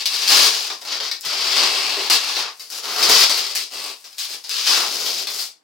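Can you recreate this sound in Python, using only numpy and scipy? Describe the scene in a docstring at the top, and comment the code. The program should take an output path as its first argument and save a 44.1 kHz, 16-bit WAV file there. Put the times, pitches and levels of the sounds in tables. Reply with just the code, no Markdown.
"""In a small, hard-walled room, brown wrapping paper is torn and pulled off a cardboard box.
Parting fibres and buckling creases radiate dense showers of impulses; now and then a whole fold snaps.
Each patch of the sheet has its own impulse response, with its own colour and echoes.
Paper and box filter the clicks, and the close microphone resonates near 5 kHz.
Beneath them lie the faint hiss of the room and one soft thud as a hand leans on the lid."""
import sys
import numpy as np
from scipy import signal
from scipy.fft import rfft, irfft, next_fast_len
from scipy.io import wavfile

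SR = 44100
rng = np.random.default_rng(int(sys.argv[2]) if len(sys.argv) > 2 else 0)


def inscribe(sig):
    """Save sig as 16-bit PCM at rate SR to the path in sys.argv[1].

    A 1-D sig is mono; a 2-D sig holds one channel per row.
    Samples are clipped to [-1, 1] before scaling.
    """
    pcm = np.round(np.clip(np.atleast_2d(sig).T, -1, 1) * 32767)
    wavfile.write(sys.argv[1], SR, pcm.astype(np.int16))


N = 248283
TIME = np.arange(N) / SR
FFT_SIZE, RESPONSE_SIZE = next_fast_len(N + SR // 2), 2 ** 14
HZ = np.fft.rfftfreq(FFT_SIZE, 1 / SR)


def gain_of(db):
    """The decibel law: 20 dB is a factor of ten in amplitude."""
    return 10 ** (np.asarray(db) / 20)


def unit_rms(x):
    """Normalisation to a mean power of one."""
    return x / np.sqrt(np.mean(abs(x) ** 2) + 1e-20)


def curve_at(points, hz):
    """Interpolation of a table on a logarithmic frequency axis."""
    frequency, value = np.transpose(points)
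    return np.interp(np.log(hz + 1), np.log(frequency + 1), value)


def add(mix, start_s, sound):
    """Superposition: a stereo sound adds to the mix from start_s on."""
    part = mix[:, max(round(start_s * SR), 0):][:, :sound.shape[1]]
    part += sound[:, :part.shape[1]]


def minimum_phase(gain):
    """Causality: a gain curve gets the phase of a resonator, which rings only after the blow."""
    cepstrum = irfft(np.log(np.maximum(gain, 1e-5)))
    half = len(cepstrum) // 2
    return np.exp(rfft(np.r_[cepstrum[:1], 2 * cepstrum[1:half]], len(cepstrum)))


def wander(per_s):
    """Random modulation: straight lines join Gaussian values drawn per_s times a second."""
    knots = np.arange(0, TIME[-1] + 1, 1 / per_s)
    return np.interp(TIME, knots, rng.standard_normal(N)[:len(knots)])


def impulses(shape, per_s):
    """A Poisson process: independent impulses of Gaussian size."""
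    return rng.standard_normal(shape) * (rng.random(shape) < per_s / SR)


def registers(hz, body_hz=1900, fizz_hz=7200):
    """Complementary bands: the shares of body (low), crackle (middle) and fizz (high) sum to one."""
    body = 1 / (1 + (hz / body_hz) ** 3)
    fizz = 1 - 1 / (1 + (hz / fizz_hz) ** 6)
    return body, 1 - body - fizz, fizz


# Still air of the room: (frequency [Hz], relative spectrum level [dB])
AIR_SPECTRUM = [(30, -15), (120, -4), (300, 10), (1000, 7.5), (3000, -3), (4800, -12), (8000, -7),
                (16000, -19)]
def room_air(level_db=-67):
    """Ambient noise: a faint, stationary hiss of filtered white noise."""
    spectrum = rfft(rng.standard_normal((2, FFT_SIZE))) * gain_of(curve_at(AIR_SPECTRUM, HZ))
    return gain_of(level_db) * unit_rms(irfft(spectrum, FFT_SIZE)[:, :N])


# Air mode of the box: (level of the decay envelope [dB], frequency [Hz], T60 [s])
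BOX_AIR_MODE = (-33, 156, 0.085)
def lid_thud(start_s=1.26, rise_s=0.023):
    """Cavity resonance: a soft push on the lid sets the enclosed air into damped oscillation."""
    db, hz, t60 = BOX_AIR_MODE
    t = np.maximum(TIME - start_s, 0)
    envelope = gain_of(db - 60 * t / t60) * (1 - np.exp(-t / rise_s))
    return envelope * np.sin(2 * np.pi * hz * t)


# Reverberation time of the room: (frequency [Hz], T60 [s])
ROOM_T60 = [(150, 0.21), (500, 0.23), (5000, 0.23), (9000, 0.22), (15000, 0.18)]
# Likeness of the echoes at the two microphones: (frequency [Hz], coherence [ratio, clipped to 0-1])
COHERENCE = [(100, 1.2), (280, 0.66), (550, 0.95), (1000, 0.64), (2000, 0.26), (4500, 0.48), (12000, -0.24)]
def patch_response(room_db, colour_db, early_db=1, early_s=0.012, tail_db=2, dull_hz=9000):
    """Multipath propagation: a click on one patch arrives directly, as echoes and as reverberation."""
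    size = RESPONSE_SIZE
    t, hz = np.arange(size) / SR, np.fft.rfftfreq(size, 1 / SR)
    echoes = impulses((2, size), per_s=4000) * np.exp(-t / early_s) * (t > .0004)
    band_hz, frame_s, noise = signal.stft(rng.standard_normal((2, size)), SR, nperseg=256)
    decay = gain_of(-60 * frame_s / curve_at(ROOM_T60, band_hz)[:, None])
    tail = signal.istft(noise * decay, SR, nperseg=256)[1][:, :size]
    tail *= 1 - np.exp(-t / 0.0069)  # the diffuse field builds up
    room = gain_of(early_db) * unit_rms(echoes) + gain_of(tail_db) * unit_rms(tail)
    room *= gain_of(room_db) / np.sqrt(size)
    left, independent = rfft(room) / np.sqrt(1 + (hz / dull_hz) ** 2)  # reflections lose treble
    coherence = np.clip(curve_at(COHERENCE, hz), 0, 1)
    right = coherence * left + np.sqrt(1 - coherence ** 2) * independent
    paths = 1 + np.array([left, right])  # 1 is the direct sound
    ripple_db = colour_db * np.interp(hz, np.geomspace(150, 16000, 22), rng.standard_normal(22))
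    return irfft(paths * minimum_phase(gain_of(ripple_db)))


# Paper as heard at the microphone: (frequency [Hz], relative spectrum level [dB])
PAPER_SPECTRUM = [(60.0, -54.5), (120.0, -48.5), (200.0, -26), (300.0, -18.5), (400.0, -13), (560.0, -13),
                  (1050.0, -9.5), (1600.0, -11), (2500.0, -7.5), (3600.0, -5), (4800.0, 1.0), (6600.0, -12),
                  (10000.0, -19.5), (16000.0, -21)]
# Peaks and dips of the box, then a shallow dip near 2.7 kHz, last the microphone's ring: (frequency [Hz],
# bandwidth [Hz], gain [dB])
RESONANCES = [(160, 64, 2), (262, 16, -2.5), (444, 23, 6), (475, 20, -1), (627, 330, -0.5), (768, 15, 4),
              (1060, 90, 1), (2720, 770, -0.53), (5070, 890, 1.5)]
# Level difference between the microphones: (frequency [Hz], left over right [dB])
BALANCE = [(200, -1.5), (550, 1.5), (1100, -0.3), (2200, 0.9), (4600, 6.5), (7500, 3.5), (12000, 6.5)]
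def paper_and_box(clicks):
    """Source and filter: paper and box colour the clicks; the left microphone gets more treble."""
    resonance_db = sum(db / (1 + (2 * (HZ - hz) / width) ** 2) for hz, width, db in RESONANCES)
    colour = minimum_phase(unit_rms(gain_of(curve_at(PAPER_SPECTRUM, HZ) + resonance_db)))
    lean = gain_of(curve_at(BALANCE, HZ))
    sides = np.array([lean, np.ones_like(lean)]) / np.sqrt((1 + lean ** 2) / 2)  # constant power
    return irfft(rfft(clicks, FFT_SIZE) * colour * sides, FFT_SIZE)[:, :N]


# Folds that snap: (time [s], strength [dB], body gain [dB], fizz gain [dB], settling [s], ring [Hz])
FOLDS = [(0.0571, 8, -17, 5.5, 0.008, 3900), (0.2769, 6, -8.5, 4, 0.018, 4830),
         (0.702, 0, 0.5, -4, 0.006, 1130), (0.815, -19, 10, 11, 0.022, 5400),
         (0.851, -11.5, 8, 9, 0.008, 5600), (1.0024, -1, 5, -4, 0.0065, 3280),
         (1.1143, 2, -6.5, 0.5, 0.0042, 3770), (1.21, -17.5, -11, 23.5, 0.0015, 6700),
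         (1.2514, -8, -0.5, 12, 0.016, 3300), (1.969, -7, 7, 6, 0.011, 400),
         (2.0995, 9.5, 1.5, 8, 0.0095, 1010), (2.368, -4.5, 10.5, 2, 0.012, 5660),
         (2.5963, -18.5, 1.5, 13.5, 0.035, 4440), (2.702, -14.5, 0, 15, 0.011, 5200),
         (3.028, 6, -4.5, 6, 0.019, 4770), (3.09, 3, 12, 14, 0.016, 5600), (3.2954, 2, 2, 8, 0.027, 4870),
         (3.376, -2.5, -1, 9.5, 0.022, 4440), (3.552, -0.5, -6, 13.5, 0.015, 2250),
         (4.043, -18, -2, 5, 0.032, 5630), (4.1295, -17.5, -6, 3, 0.003, 4700),
         (4.1824, -8.5, -12, 11.5, 0.038, 3360), (4.44, -14, -6, 5, 0.036, 4970),
         (4.4943, 0, -10.5, 9.5, 0.0014, 5600), (4.511, -4, -13, 6, 0.011, 2440),
         (5.0632, -2.5, -1, 3, 0.01, 3280), (5.1845, -9, -12, 9, 0.0075, 4900),
         (5.2706, -7, 3.5, 8, 0.021, 3700), (5.388, -6, -12, 3, 0.026, 4300)]
def fold_snaps(level_db=-2.0, first_click_db=-3, ring_width=0.24, unit_energy_s=0.0058):
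    """Snap-through buckling: a fold gives way in one sharp click, and smaller ones follow as it settles."""
    out, padded = np.zeros((2, N)), 2 * RESPONSE_SIZE
    t, hz = np.arange(RESPONSE_SIZE) / SR, np.fft.rfftfreq(padded, 1 / SR)
    low, middle, high = registers(hz)
    for start_s, db, body_db, fizz_db, settle_s, ring_hz in FOLDS:
        run = impulses(RESPONSE_SIZE, per_s=3500) * np.exp(-t / settle_s)
        run = unit_rms(run) * np.sqrt(settle_s / unit_energy_s / RESPONSE_SIZE)
        run[0] = gain_of(first_click_db)
        ring_db = 4.5 * np.log2(7500 / ring_hz)  # a larger fold rings lower and more strongly
        ring = gain_of(ring_db / (1 + (np.log((hz + 1) / ring_hz) / ring_width) ** 2))
        colour = minimum_phase(ring * (low * gain_of(body_db) + middle + high * gain_of(fizz_db)))
        paths = rfft(patch_response(room_db=1.0, colour_db=-0.5), padded)
        add(out, start_s, gain_of(db + level_db) * irfft(rfft(run, padded) * colour * paths))
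    return out


def hand_move(start_s, length_s, level_db, swell_db, attack_s, release_s):
    """Amplitude envelope: the hand takes hold, swells or slackens steadily, and lets go."""
    t = TIME - start_s
    ramp_db = swell_db * (np.clip(t / length_s, 0, 1) - .5)
    attack = np.clip(t / attack_s, 0, 1)
    release = np.exp(-np.maximum(t - length_s, 0) / release_s)
    return gain_of(level_db + ramp_db) * attack * release


def band_power(level, body_db, fizz_db, hollow_db=0):
    """Power goes as amplitude squared in deep body, upper body, crackle and fizz; a flap sounds hollow."""
    return np.outer(gain_of([body_db + hollow_db, body_db - hollow_db, 0, fizz_db]), level) ** 2


# Body (the flexing sheet) and fizz (parting fibres) are relative to the crackle level.
# Faint ticking of the held sheet: (crackle level [dB], body [dB], fizz [dB])
HELD_SHEET = (-57.5, 1.6, 16)
# Strokes that drag or crumple the loose sheet:
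# (time [s], duration [s], crackle level [dB], swell [dB], body [dB], fizz [dB], hollowness [dB])
HAND_STROKES = [(-0.03, 0.042, -27, 0.5, -6, 0, 0.5), (0.056, 0.21, -28, 7.5, -4.5, 3, -1),
                (0.473, 0.2, -27, -10, -3.5, 2.5, 0.5), (0.697, 0.037, -34.5, 2, -2.5, 1, 6),
                (0.855, 0.12, -29, -1.5, -1, -3.5, 1.5), (1.009, 0.066, -30.5, -1, -1.5, -2, -0.5),
                (1.109, 0.033, -36, -3, 0, 7, 3), (1.226, 0.34, -27.5, 5, 0.5, 0, -1.5),
                (1.546, 0.53, -27, -5.5, 2.5, 1, -1), (2.16, 0.26, -28.5, -1, -0.5, 0.5, -1.5),
                (2.413, 0.083, -34.5, -11, 5.5, -18, -3.5), (2.692, 0.096, -36.5, 5.5, -2, 8.5, 3),
                (2.814, 0.27, -29, 8.5, 5.5, 5.5, 0), (3.24, 0.28, -30.5, -6, -1, 4, -1),
                (3.55, 0.086, -31.5, -5, -7.5, 5, 4), (3.701, 0.2, -34.5, -1, 3.5, 7.5, 0.5),
                (4.169, 0.087, -33.5, -2.5, -10, 7.5, -6), (4.278, 0.065, -35, -0.5, -2.5, 7.5, 3),
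                (4.481, 0.23, -25.5, 7, -9.5, 1, 0.5), (4.716, 0.15, -25, -8, 3, 5.5, -0.5),
                (4.854, 0.37, -29.5, -1.5, -4, 6.5, 7), (5.275, 0.088, -36.5, -4, -0.5, 11.5, 1.5),
                (5.363, 0.094, -36.5, -8, -2, 14.5, -1)]
# Tears running through the sheet: (time [s], duration [s], crackle level [dB], body [dB], fizz [dB])
TEARS = [(0.276, 0.2, -15.5, -1.5, 5), (1.57, 0.083, -25.5, 4, -5), (2.093, 0.065, -18.5, -4, 3.5),
         (3.081, 0.16, -17, -3, 4), (4.653, 0.092, -18, -4.5, 2)]
def handling(let_go_s=5.5):
    """Incoherent addition: holding, strokes and tears sum in power to give each band's amplitude."""
    db, body, fizz = HELD_SHEET
    power = band_power(gain_of(db) * (TIME < let_go_s), body, fizz)
    for start, length, db, swell, body, fizz, hollow in HAND_STROKES:
        stroke = hand_move(start, length, db, swell, attack_s=0.03, release_s=0.017)
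        power += band_power(stroke, body, fizz, hollow)
    for start, length, db, body, fizz in TEARS:
        tear = hand_move(start, length, db, swell_db=0, attack_s=0.029, release_s=0.011)
        power += band_power(tear, body, fizz)
    return np.sqrt(power)


def fibre_crackle(patches=10, level_db=0.05, clicks_per_s=3600, crowding=.3, spread_db=3.5, hollow_hz=750):
    """Acoustic emission: a harder pull breaks more fibres, and the tear advances in fits."""
    envelopes = handling()
    pull_db = 20 * np.log10(envelopes[2] + 1e-9) + 29.5  # clicks_per_s holds at a pull of 0 dB
    chance = np.minimum(clicks_per_s / SR * gain_of(crowding * pull_db), 1)
    sizes = unit_rms(gain_of(spread_db * np.minimum(rng.exponential(1, N), 4)))
    signs = rng.choice([-1, 1], N)
    clicks = sizes * signs * (rng.random(N) < chance) / np.sqrt(chance)  # same power at any rate
    fits_db = 1.5 * wander(per_s=90) + wander(per_s=22)  # fast stutter and slower slips
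    clicks *= gain_of(level_db) * unit_rms(gain_of(fits_db))
    active_patch = np.floor(TIME * 5 + 1.2 * rng.standard_normal(N)) % patches  # creeps along the sheet
    low, middle, high = registers(HZ)
    deep = low / (1 + (HZ / hollow_hz) ** 4)  # a hollow flap moves its body down into this range
    shares = np.array([deep, low - deep, middle, high])
    spectrum = 0
    for patch in range(patches):
        bands = rfft(clicks * (active_patch == patch) * envelopes, FFT_SIZE) * shares
        spectrum += bands.sum(0) * rfft(patch_response(room_db=0.5, colour_db=2.5), FFT_SIZE)
    return irfft(spectrum, FFT_SIZE)[:, :N]


def scene():
    """Linear superposition of filtered crackle and snaps, the thud and the air of the room."""
    return paper_and_box(fibre_crackle() + fold_snaps()) + lid_thud() + room_air()


def record(dry, ceiling=0.71, knee=7, cutoff_hz=16000):
    """Soft saturation rounds the loudest peaks; a low-pass filter then limits the bandwidth."""
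    rounded = dry / (1 + abs(dry / ceiling) ** knee) ** (1 / knee)
    low_pass = signal.firwin(511, cutoff_hz, window=("kaiser", 9), fs=SR)
    return signal.oaconvolve(rounded, low_pass[None], "same")


dry = scene()
out = record(dry)
inscribe(out)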